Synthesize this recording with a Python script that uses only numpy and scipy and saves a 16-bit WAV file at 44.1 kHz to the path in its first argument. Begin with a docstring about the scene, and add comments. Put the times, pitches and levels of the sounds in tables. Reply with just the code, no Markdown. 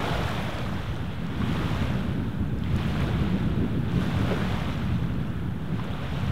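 """Small lake waves break on a pebble shore, about one every 1.4 s: each tumbles with a gurgle of
bubbles, runs up the stones as a fizzing wash and drains away, with a few plops and pebble ticks.
The rest of the shore murmurs behind, and wind rumbles on the microphone."""
import sys
import numpy as np
from scipy import signal
from scipy.fft import rfft, irfft, next_fast_len
from scipy.io import wavfile
from scipy.ndimage import map_coordinates

SR = 44100
rng = np.random.default_rng(int(sys.argv[2]) if len(sys.argv) > 2 else 0)


def dump_mix(stems):
    """Bounce the given channels to the path in sys.argv[1] as a 16-bit WAV at rate SR."""
    frames = np.atleast_2d(stems).T  # one column per channel
    limited = np.clip(frames, -1, 1)  # hard clip at full scale
    pcm = np.round(limited * 32767).astype(np.int16)
    wavfile.write(sys.argv[1], SR, pcm)


N = 278666

# breaking crests; a wave that meets the shore aslant breaks more than once
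# (time [s], rise [s], hold [s], drain [dB/s], tumble [dB], wash [dB], foam [dB])
CRESTS = [(0.0, 0.11, 0.062, 35, -34, -41.5, -58), (0.108, 0.4, 0.18, 13.5, -37, -39, -51.5),
          (1.28, 0.17, 0.055, 26, -50, -49.5, -74), (1.56, 0.19, 0.25, 26.5, -39, -41, -54.8),
          (2.838, 0.21, .05, 22, -44.5, -43.5, -58), (3.02, 0.17, .01, 11.5, -40, -43, -59),
          (4.03, 0.13, 0.57, 18, -42, -42, -56), (4.307, 0.19, .2, 53, -38.5, -49.5, -61),
          (5.89, 0.25, 0.28, 14, -44, -47.5, -64.5), (6.196, 0.2, 0.045, 32, -45, -46.5, -60.5)]
# large single bubbles (time [s], level [dB], pitch [Hz], t60 [s])
PLOP_EVENTS = [(.04, -26, 660, 0.052), (.154, -26, 647, 0.052), (1.417, -26.5, 1094, 0.045),
               (2.637, -21, 3180, 0.0056), (2.661, -34, 2020, 0.028), (4.308, -19.5, 393, 0.099),
               (4.319, -21, 409, 0.083), (5.795, -23.5, 980, 0.024)]
# pebble knocks (time [s], peak [dB], pitch [Hz])
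PEBBLE_KNOCKS = [(.586, -33, 4540), (0.964, -40.5, 5200), (1.267, -38, 4600), (2.587, -43, 5400),
                 (2.7637, -35, 8000), (2.868, -46, 12000), (3.0055, -39, 6500), (3.03, -41, 11000),
                 (3.241, -46, 6400), (3.9185, -41, 5000), (4.626, -47, 12000), (5.841, -47, 7000),
                 (5.845, -43, 6400)]
# wind strength (time [s], buffet [dB], flutter [dB])
WIND_LEVELS = [(0, -31.5, -34.5), (.7, -35.5, -38), (1.33, -32.5, -36), (1.45, -34, -31),
               (2.15, -30.5, -30.5), (2.62, -32, -33), (3.3, -28.5, -27.5), (3.7, -32.5, -29),
               (4.25, -31.5, -29.5), (4.6, -30.5, -34.5), (5.1, -30.5, -32.5), (5.6, -36, -35.5),
               (6.32, -31.5, -37)]
# gusts on the microphone (time [s], length [s], swell [dB])
WIND_GUSTS = [(0.244, 0.073, 4), (0.894, 0.062, 3.5), (1.433, 0.055, 4), (1.94, 0.074, 0), (2.755, .1, 4.5),
              (3.112, 0.11, 2), (4.194, .1, 1), (5.068, 0.23, 1.5), (5.805, 0.17, 3.5), (6.27, 0.15, 5)]
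# spectra of the water and wind layers (frequency [Hz], relative gain [dB])
TUMBLE_SPECTRUM = [(120, -23), (280, 4.5), (450, 0), (650, 0.5), (950, -6), (1450, -6), (2000, -16),
                   (3500, -16), (6000, -42)]
WASH_SPECTRUM = [(400, -9.5), (900, 4.5), (1500, 0.5), (2000, -0.5), (2700, -2), (3550, -2.5), (4000, -8),
                 (4500, -15), (5500, -27.5), (8000, -31), (15000, -64)]
FOAM_SPECTRUM = [(2000, -25), (4000, 2.5), (5500, 2), (7000, -3), (9000, -6.5), (12500, -8.5),
                 (15500, -11.5)]
BUFFET_SPECTRUM = [(15, -24), (30, -16.5), (48, -9), (65, -3.5), (90, -2), (125, -3), (180, -8),
                   (280, -31.5), (600, -43), (2000, -90)]
FLUTTER_SPECTRUM = [(60, -15), (120, -5), (175, -1.5), (220, -3.5), (280, -9), (360, -14.5), (500, -23.5),
                    (1200, -61), (4000, -96)]
SHORE_SPECTRUM = [(100, -13), (400, 2), (800, 1), (1100, -3.5), (1500, 2), (2000, -10.5), (3500, -13),
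                  (4700, -39), (8000, -29.5), (15500, -28.5)]


def waves():
    """Big bubbles gurgle as a crest falls, small ones seethe over the stones, foam crackles."""
    # big bubbles come up after the first spray
    tumble_db = surge_db(layer=0, lapping_db=-54.5, drain_scale=1.06, lag_s=0.048) + 0.5
    wash_db = surge_db(layer=1, lapping_db=-59.5, drain_scale=0.95) + 2.26
    foam_db = surge_db(layer=2, lapping_db=-69.5, drain_scale=1.13) + 1.0
    gurgle = bubbles(count=4000, low_hz=380.6, high_hz=1845, cycles=7.3, spread_db=1.5, rise=0.12)
    seethe = bubbles(count=12000, low_hz=987, high_hz=4990, cycles=8.0, spread_db=1.5, rise=0.056)
    crackle = bubbles(count=14000, low_hz=4100, high_hz=14500, cycles=11, spread_db=5.5, rise=0.02)
    # noise: countless smaller bursts blurred into a rush
    tumble = amp(tumble_db) * coloured(gurgle + amp(7.0) * noise(), TUMBLE_SPECTRUM)
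    wash = amp(wash_db + 0.45 * wobble(30)) * coloured(seethe + amp(6.5) * noise(), WASH_SPECTRUM)
    foam = amp(foam_db + 0.61 * wobble(35)) * coloured(crackle + amp(6.5) * noise(), FOAM_SPECTRUM)
    return tumble + wash + foam


def surge_db(layer, lapping_db, drain_scale, lag_s=0):
    """Level of one wave layer: each crest swells, holds during run-up, drains to the lapping floor."""
    t = np.maximum(np.arange(N) / SR - lag_s, 0)
    power = amp(lapping_db) ** 2
    for crest_s, rise_s, hold_s, drain_db_per_s, *levels_db in CRESTS:
        swell = np.exp(-(np.minimum(t - crest_s, 0) / rise_s) ** 2)
        draining_s = np.maximum(t - crest_s - hold_s, 0)
        ebb = amp(levels_db[layer] - drain_scale * drain_db_per_s * draining_s)
        power = power + (swell * ebb) ** 2
    return 10 * np.log10(power)


def bubbles(count, low_hz, high_hz, cycles, spread_db, rise):
    """Bubble cloud at rms 1: damped sines, each rising in pitch as it nears the surface."""
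    when, pitch, strength, life = rng.random((count, 4)).T[:, :, None]
    hz = low_hz * (high_hz / low_hz) ** pitch
    tau_s = cycles * (0.5 + life) / hz / np.pi
    t = np.arange(int(2 * cycles / low_hz * SR)) / SR
    gain = amp(-spread_db * np.log(1 - 0.99 * strength)) * hz / low_hz
    glide = 1 + rise * (1 - np.exp(-t / tau_s / 4))
    rings = gain * np.sin(2 * np.pi * hz * t * glide) * np.exp(-t / tau_s)
    index = (when * N).astype(int) + np.arange(len(t))
    return unit(np.bincount(index.ravel(), rings.ravel(), N)[:N])


def plops():
    """Trapped air pockets ring briefly, gliding up, with a small splash near their pitch."""
    rise, attack_s = 0.21, 0.00059
    out = np.zeros(N + SR)
    t = np.arange(SR // 8) / SR
    for start_s, level_db, pitch_hz, t60_s in PLOP_EVENTS:
        glide_hz = pitch_hz * (1 + rise * np.minimum(t / t60_s, 1))
        ring = np.sin(2 * np.pi * np.cumsum(glide_hz) / SR)
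        resonance = signal.iirpeak(1.11 * pitch_hz, Q=2, fs=SR)
        splash = unit(signal.lfilter(*resonance, rng.standard_normal(len(t))))
        splash = signal.lfilter(*signal.butter(4, 3800, fs=SR), splash)
        envelope = amp(level_db - 60 * t / t60_s) * (1 - np.exp(-t / attack_s))
        out[round(start_s * SR):][:len(t)] += envelope * (ring + 0.54 * splash)
    return out[:N]


def pebbles():
    """Stones rolled by the water knock together: dry ticks with a broad resonance."""
    t60_s = 0.0074
    out = np.zeros(N + SR)
    t = np.arange(SR // 40) / SR
    for start_s, peak_db, pitch_hz in PEBBLE_KNOCKS:
        impact = rng.standard_normal(len(t)) * amp(-60 * t / t60_s)
        tick = signal.lfilter(*signal.iirpeak(pitch_hz, Q=3, fs=SR), impact)
        out[round(start_s * SR):][:len(t)] += amp(peak_db) * tick / np.abs(tick).max()
    return out[:N]


def wind():
    """Eddies on the microphone: low buffet, higher flutter; short gusts swell both."""
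    t = np.arange(N) / SR
    gust_db = sum(swell_db * np.exp(-(2 * (t - centre_s) / length_s) ** 2)
                  for centre_s, length_s, swell_db in WIND_GUSTS)
    buffet_db, flutter_db = curves(WIND_LEVELS)
    buffet_db += gust_db + 1.0 + 0.48 * wobble(18)
    buffet = amp(buffet_db) * coloured(noise(), BUFFET_SPECTRUM)
    flutter_db += 0.32 * gust_db + 0.93 + 1.6 * wobble(22)
    flutter = amp(flutter_db) * coloured(noise(), FLUTTER_SPECTRUM)
    return buffet + flutter


def far_shore():
    """Ripples along the rest of the beach merge into a steady murmur."""
    return amp(-46.5 + 1.14 * wobble(2.97)) * coloured(noise(), SHORE_SPECTRUM)


def amp(db):
    """Decibels to gain."""
    return 10 ** (np.asarray(db) / 20)


def unit(x):
    """Scale to rms 1."""
    return x / np.sqrt(np.mean(x ** 2) + 1e-20)


def curves(rows):
    """One value per sample for each column after the time."""
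    times_s, *columns = np.transpose(rows)
    return [np.interp(np.arange(N) / SR, times_s, column) for column in columns]


def wobble(rate_hz):
    """Smooth random curve, rate_hz knots per second."""
    knots = rng.standard_normal(int(N * rate_hz / SR) + 4)
    return map_coordinates(knots, [np.arange(N) * rate_hz / SR])


def filtered(x, response):
    """FFT filter with gain response(hz)."""
    size = next_fast_len(N + SR // 2)
    return irfft(rfft(x, size) * response(np.fft.rfftfreq(size, 1 / SR)), size)[:N]


def coloured(x, spectrum):
    """x shaped by (Hz, dB) points on a log axis, at rms 1."""
    points_hz, points_db = np.transpose(spectrum)
    return unit(filtered(x, lambda hz: amp(np.interp(np.log(hz + 1), np.log(points_hz), points_db))))


def noise():
    """White noise, rms 1."""
    return rng.standard_normal(N)


def scene():
    """Shore and wind at one microphone."""
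    return (waves() + plops() + pebbles() + far_shore() + wind())[None]


def record(dry):
    """Click-free fades at both ends, band limit, slight DC offset."""
    both_fades_s, cutoff_hz, dc_offset = 0.004, 15750, 0.0156
    fade = signal.windows.tukey(N, both_fades_s * SR / N)
    return filtered(dry[0] * fade, lambda hz: hz < cutoff_hz)[None] + dc_offset


dry = scene()
out = record(dry)
dump_mix(out)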